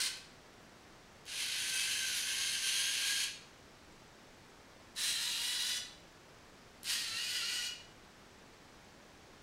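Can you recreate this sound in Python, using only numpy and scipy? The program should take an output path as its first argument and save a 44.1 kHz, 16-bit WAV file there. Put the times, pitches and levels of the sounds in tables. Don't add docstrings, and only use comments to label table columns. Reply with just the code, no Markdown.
import sys
import numpy as np
from scipy import signal
from scipy.fft import rfft, irfft, next_fast_len
from scipy.io import wavfile

SR = 44100
rng = np.random.default_rng(int(sys.argv[2]) if len(sys.argv) > 2 else 0)


def wav_out(sig):
    wavfile.write(sys.argv[1], SR, np.round(np.clip(np.atleast_2d(sig).T, -1, 1) * 32767).astype(np.int16))


N = 415422
TIME = np.arange(N) / SR

# start t/s, stop t/s, spin-up time/s, tooth rate f/Hz, its climb/(Hz/s), level/dB, swell/(dB/s),
# starting surge/dB, treble lift/dB, whine relative to clatter/dB
RUNS = [(-.1, 0.072, .025, 520, 0, -37.5, 0, 2.5, -1.5, -0.5),
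        (1.258, 3.244, 0.082, 504, 22, -38.5, 0.89, -2.2, 3.5, -6.5),
        (4.955, 5.776, 0.042, 484, 11, -39, -1.5, 4, 2.8, -.5),
        (6.838, 7.677, .034, 491, -8, -41, -1.5, 6.5, -0.5, 1)]
# t/s, half length/s, slowing/Hz, level drop/dB, treble drop/dB
DRAGS = [(1.489, .12, 9.8, 0.6, 3), (2.16, .085, 39.3, 2.1, -4), (2.345, .026, 26.9, 2.5, -2),
         (2.594, 0.035, 10, 2.5, 4), (2.69, .045, 22, 0, 1), (2.975, .04, 26.8, 1, 2.5),
         (5.16, .05, 35.2, 0, 2), (5.365, .07, 29, 0.8, 1), (5.594, .03, 19.7, 0, 3),
         (7.1, .1, 41.4, 0, 15), (7.425, 0.044, 31, 0, 7)]
WALL_ROUND_TRIPS = [.00021, .00047, .00083]
# f/Hz, bandwidth/Hz, lift/dB
HOUSING_MODES = [(1680, 120, 1), (2490, 470, 0.5), (2810, 580, 0.5), (3540, 250, -1.5), (4440, 170, 2),
                 (4100, 200, 0.5), (5970, 130, 0), (8200, 570, 4.5), (9000, 570, -0.5), (9560, 910, 3),
                 (10570, 340, 3), (11800, 470, -1.5), (13100, 480, 0)]
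# f/Hz, relative level/dB
HOUSING_NUDGE = [(410, -61), (700, -30), (1020, -6), (1300, -15), (1520, -2), (1770, -9), (2050, -2),
                 (2300, -5.5), (4430, -0.5), (7490, -8.5), (8310, -8.5), (16000, -24)]
HOUSING_STRAIGHT = [(410, -58), (700, -14), (1080, -11), (1300, -17.5), (1580, -2.5), (1840, -7.5),
                    (3160, 2.5), (3500, -4), (3940, -0.5), (5610, -7), (6230, -4), (7690, -12), (8210, -11),
                    (10700, -10), (16000, -33)]
HOUSING_FIRST_TURN = [(410, -58), (700, -16), (958, -12), (1330, -16), (1920, -6), (2220, -11.5),
                      (2880, -5.5), (3640, -4.5), (3940, 2.5), (4610, -10.5), (4990, -5), (7110, -9.5),
                      (10500, -14), (13700, -22), (16000, -29)]
HOUSING_SECOND_TURN = [(410, -57), (700, -14), (1230, -17), (1420, -13), (1640, -10.5), (1940, -6.5),
                       (2220, -11), (2840, -2), (3550, -7.5), (4430, -2), (5610, -8.5), (6570, -9.5),
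                       (10900, -18.5), (14200, -20.5), (16000, -35.5)]
# harmonic of the tooth rate, relative level at start/dB, relative level at stop/dB
WHINE_NUDGE = [(3, -6, -4), (4, -5, -1), (5, -4, -3), (6, 2, 1), (9, -2, -2)]
WHINE_STRAIGHT = [(2, -30, -16), (3, -1.5, 0.5), (4, 0, -9), (5, 4, -11), (6, -3, 0), (8, -11, 2.5),
                  (9, -7, -12.5), (12, -5, 4), (18, -10, -7)]
WHINE_FIRST_TURN = [(2, -11, -24), (3, -10, -16.5), (4, -5, -6), (5, -7, -14), (6, 2, -4.5), (7, 1, -4.5),
                    (8, -5, 0), (9, -7, -7), (10, -6, -3), (12, -30, -3), (17, 4, -18), (20, -13, -15)]
WHINE_SECOND_TURN = [(2, -33, -31), (3, -12, -7.5), (4, -5.5, -12.5), (5, -12, -9.5), (6, -2, -1.5),
                     (7, -8, -18), (8, -5, -19), (9, 2, -7), (10, -3, -7.5), (12, -18, -10),
                     (14, -14, -8.5), (17, -18, -10)]
# f/Hz, T60/s
ROOM_T60 = [(1000, 0.49), (3500, 0.56), (7000, 0.46), (14000, 0.25)]
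# f/Hz, relative level/dB
HISS_SPECTRUM = [(12, -30), (20, 3.5), (37, -4.5), (81, -2.5), (138, -2.5), (172, -2.5), (319, -3.5),
                 (399, -4.5), (513, -5.5), (1150, -9), (1760, -10), (2820, -15), (5680, -17.5),
                 (14700, -37), (16000, -32)]
# t/s, peak level before filtering/dB
SLACK_TICKS = [(.172, -43), (1.2546, -44), (1.265, -44), (4.953, -47), (4.9646, -39), (6.832, -33.5),
               (6.844, -36.5)]
# t/s, half length/s, f/Hz, level at the crest/dB
LOW_BUMP = (7.135, .03, 103, -60)

SURGE_PEAK_S, SURGE_WIDTH_S = .075, .075
SURGE_TREBLE_DB, SURGE_SAG_HZ = 3, 15
SPIN_UP_DULL_DB, BRAKE_S = 38, 0.011
WHINE_HELD_DB, WHINE_SETTLE_S = 17, 0.18
WHINE_LOSS = 1.4


def from_db(db):
    return 10 ** (np.asarray(db) / 20)


def unit_rms(x):
    return x / np.sqrt(np.mean(x ** 2) + 1e-20)


def at_hz(table, hz):
    known_hz, values = np.transpose(table)
    return np.interp(np.log(hz + 1), np.log(known_hz), values)


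def drift(rate_hz):
    hop, warm_up = 40, 2000
    pole = np.exp(-2 * np.pi * rate_hz * hop / SR)
    noise = rng.standard_normal(N // hop + warm_up + 2)
    slow = signal.lfilter([1], [1, -2 * pole, pole * pole], noise)[warm_up:]
    return np.interp(np.arange(N) / hop, np.arange(len(slow)), unit_rms(slow))


def colour(x, spectrum):
    size = next_fast_len(N + SR // 10)
    response = from_db(at_hz(spectrum, np.fft.rfftfreq(size, 1 / SR)))
    return irfft(rfft(x, size) * response, size)[:N]


def butter(x, hz, kind, order=2):
    sections = signal.butter(order, np.minimum(hz, .45 * SR), kind, fs=SR, output="sos")
    return signal.sosfilt(sections, x + 1e-18)


def resonance(x, hz, width_hz, lift_db):
    return x + (from_db(lift_db) - 1) * signal.lfilter(*signal.iirpeak(hz, hz / width_hz, SR), x)


def drag_response(centre_s, half_length_s, rebound=.22, lag=2.2):
    age = np.clip((TIME - centre_s) / half_length_s, -6, 9)
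    return np.exp(-age ** 2) - rebound * np.exp(-(age - lag) ** 2)


def gear_state(start, stop, spin_up, rate_hz, climb, level_db, swell, surge_db, treble_db, whine_db):
    age = np.maximum(TIME - start, 0)
    running = (1 - np.exp(-2 * age / spin_up)) * np.exp(-np.maximum(TIME - stop, 0) / BRAKE_S)
    surge = np.exp(-((age - SURGE_PEAK_S) / SURGE_WIDTH_S) ** 2)
    slowing_hz, softer_db, duller_db = sum(np.outer(losses, drag_response(centre_s, half_length_s))
                                           for centre_s, half_length_s, *losses in DRAGS)
    tooth_hz = rate_hz + climb * age - SURGE_SAG_HZ * surge - slowing_hz
    gain = running * from_db(level_db + swell * age + surge_db * surge - softer_db)
    treble_db = treble_db + SURGE_TREBLE_DB * surge - SPIN_UP_DULL_DB * (1 - running) - duller_db
    whine_db = whine_db - WHINE_HELD_DB * np.exp(-age / WHINE_SETTLE_S) - WHINE_LOSS * softer_db
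    return tooth_hz, gain, treble_db, whine_db


def wheel_motor(tooth_hz, wobble, shake, pinion_teeth):
    teeth = np.cumsum(tooth_hz * (1 + wobble * drift(5) + shake * drift(90))) / SR
    return teeth, teeth / pinion_teeth


def tooth_clatter(teeth, turns, jitter, uneven_db, shaft_db, rub_db):
    contacts = np.flatnonzero(np.diff(np.floor(teeth)) > 0)
    lateness, strength = rng.standard_normal((len(contacts), 2)).T
    delays = np.round(lateness * jitter * N / len(contacts)).astype(int)
    clicks = np.zeros(N)
    clicks[np.clip(contacts + delays, 0, N - 1)] = from_db(uneven_db * np.minimum(strength, 2))
    rub = from_db(rub_db) * rng.standard_normal(N)
    return (unit_rms(clicks) + rub) * from_db(shaft_db * np.cos(2 * np.pi * turns))


def gearbox_wall(x, reflection):
    for trip_s in WALL_ROUND_TRIPS:
        loop = np.r_[1, np.zeros(round(trip_s * SR)), reflection]
        x = signal.lfilter(loop[::-1], loop, x)
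    return x


def housing(knocks, flicker_db, beaming_db):
    knocks = butter(knocks * from_db(flicker_db * drift(15)), 1170, "high", order=3)
    for hz, width_hz, lift_db in HOUSING_MODES:
        knocks = resonance(knocks, hz, width_hz, lift_db + beaming_db * drift(1.6))
    return knocks


def gear_whine(teeth, turns, harmonics, progress, flutter_db=3.0, runout_rad=0.087):
    phase = 2 * np.pi * teeth + runout_rad * np.sin(2 * np.pi * turns)
    partials, power = 0, 0
    for harmonic, first_db, last_db in harmonics:
        gain = from_db(first_db + (last_db - first_db) * progress)
        flutter = from_db(flutter_db * drift(11.8)[:len(phase)])
        partials += gain * flutter * np.sin(harmonic * phase)
        power += gain ** 2
    return partials / np.sqrt(power)


def robot(mismatch):
    latest_run = np.searchsorted([run[0] for run in RUNS[1:]], TIME)
    tooth_hz, gain, treble_db, whine_db = gear_state(*np.array(RUNS)[latest_run].T)
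    motors = [wheel_motor(tooth_hz * (1 + side * mismatch), wobble=.003, shake=.011, pinion_teeth=10)
              for side in (-1, 1)]
    knocks = sum(tooth_clatter(*motor, jitter=.13, uneven_db=3.0, shaft_db=1.5, rub_db=-2.5)
                 for motor in motors)
    radiated = housing(gearbox_wall(knocks, reflection=0.37), flicker_db=1.1, beaming_db=1.2)
    responses = [HOUSING_NUDGE, HOUSING_STRAIGHT, HOUSING_FIRST_TURN, HOUSING_SECOND_TURN]
    whines = [WHINE_NUDGE, WHINE_STRAIGHT, WHINE_FIRST_TURN, WHINE_SECOND_TURN]
    sound = np.zeros(N)
    for (start, stop, *_), response, harmonics in zip(RUNS, responses, whines):
        on = (TIME > start) & (TIME < stop + .5)
        clatter = unit_rms(colour(radiated, response))
        clatter += (from_db(treble_db) - 1) * butter(clatter, 11200, "high", order=1)
        progress = np.minimum((TIME[on] - start) / (stop - start), 1)
        whine = sum(gear_whine(teeth[on], turns[on], harmonics, progress) for teeth, turns in motors)
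        sound[on] += gain[on] * (clatter[on] + from_db(whine_db[on]) * unit_rms(whine))
    return sound


def room_response(build_up_s=0.0033):
    t = TIME[:SR * 2 // 3]
    edges_hz = np.geomspace(500, 16000, 6)
    tail = np.zeros(len(t))
    for low, high in zip(edges_hz, edges_hz[1:]):
        decay = from_db(-60 * t / at_hz(ROOM_T60, np.sqrt(low * high)))
        tail += butter(rng.standard_normal(len(t)), [low, high], "band") * decay
    tail *= 1 - np.exp(-t / build_up_s)
    return tail / np.linalg.norm(tail)


def reverberation(x, wet_db, spots):
    shares = np.array([drift(2.94) for _ in range(spots)])
    shares /= np.linalg.norm(shares, axis=0)
    tail = sum(signal.fftconvolve(x * share, room_response())[:N] for share in shares)
    return (x + from_db(wet_db) * tail) / np.hypot(1, from_db(wet_db))


def background_hiss(level_db):
    return from_db(level_db) * unit_rms(colour(rng.standard_normal(N), HISS_SPECTRUM))


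def camera_buzz(pips_per_s, hz, level_db, decay_s=0.0025):
    pip_age = (TIME * pips_per_s % 1) / pips_per_s
    pips = np.exp(-pip_age / decay_s) * rng.standard_normal(N)
    return from_db(level_db) * unit_rms(butter(pips, [hz - 250, hz + 250], "band"))


def slack_ticks(ring_s):
    envelope = sum(from_db(db) * (TIME >= onset) * np.exp(-np.abs(TIME - onset) / ring_s)
                   for onset, db in SLACK_TICKS)
    return butter(envelope * rng.standard_normal(N), [3000, 12500], "band")


def low_bump():
    centre_s, half_length_s, hz, level_db = LOW_BUMP
    envelope = from_db(level_db) * np.exp(-((TIME - centre_s) / half_length_s) ** 2)
    return envelope * np.sqrt(2) * np.sin(2 * np.pi * hz * TIME)


def scene():
    machine = robot(mismatch=.005) + slack_ticks(ring_s=0.0013)
    machine = reverberation(machine, wet_db=-3, spots=8)
    machine = resonance(machine, hz=7730, width_hz=220, lift_db=-26)
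    hiss = background_hiss(level_db=-58)
    buzz = camera_buzz(pips_per_s=26, hz=7707, level_db=-83.5)
    buzz += camera_buzz(pips_per_s=24, hz=13500, level_db=-94)
    return np.tile(machine + hiss + buzz + low_bump(), (2, 1))


def record(dry):
    cutoff_hz = 15700
    return signal.sosfilt(signal.ellip(10, .1, 70, cutoff_hz, fs=SR, output="sos"), dry)


dry = scene()
out = record(dry)
wav_out(out)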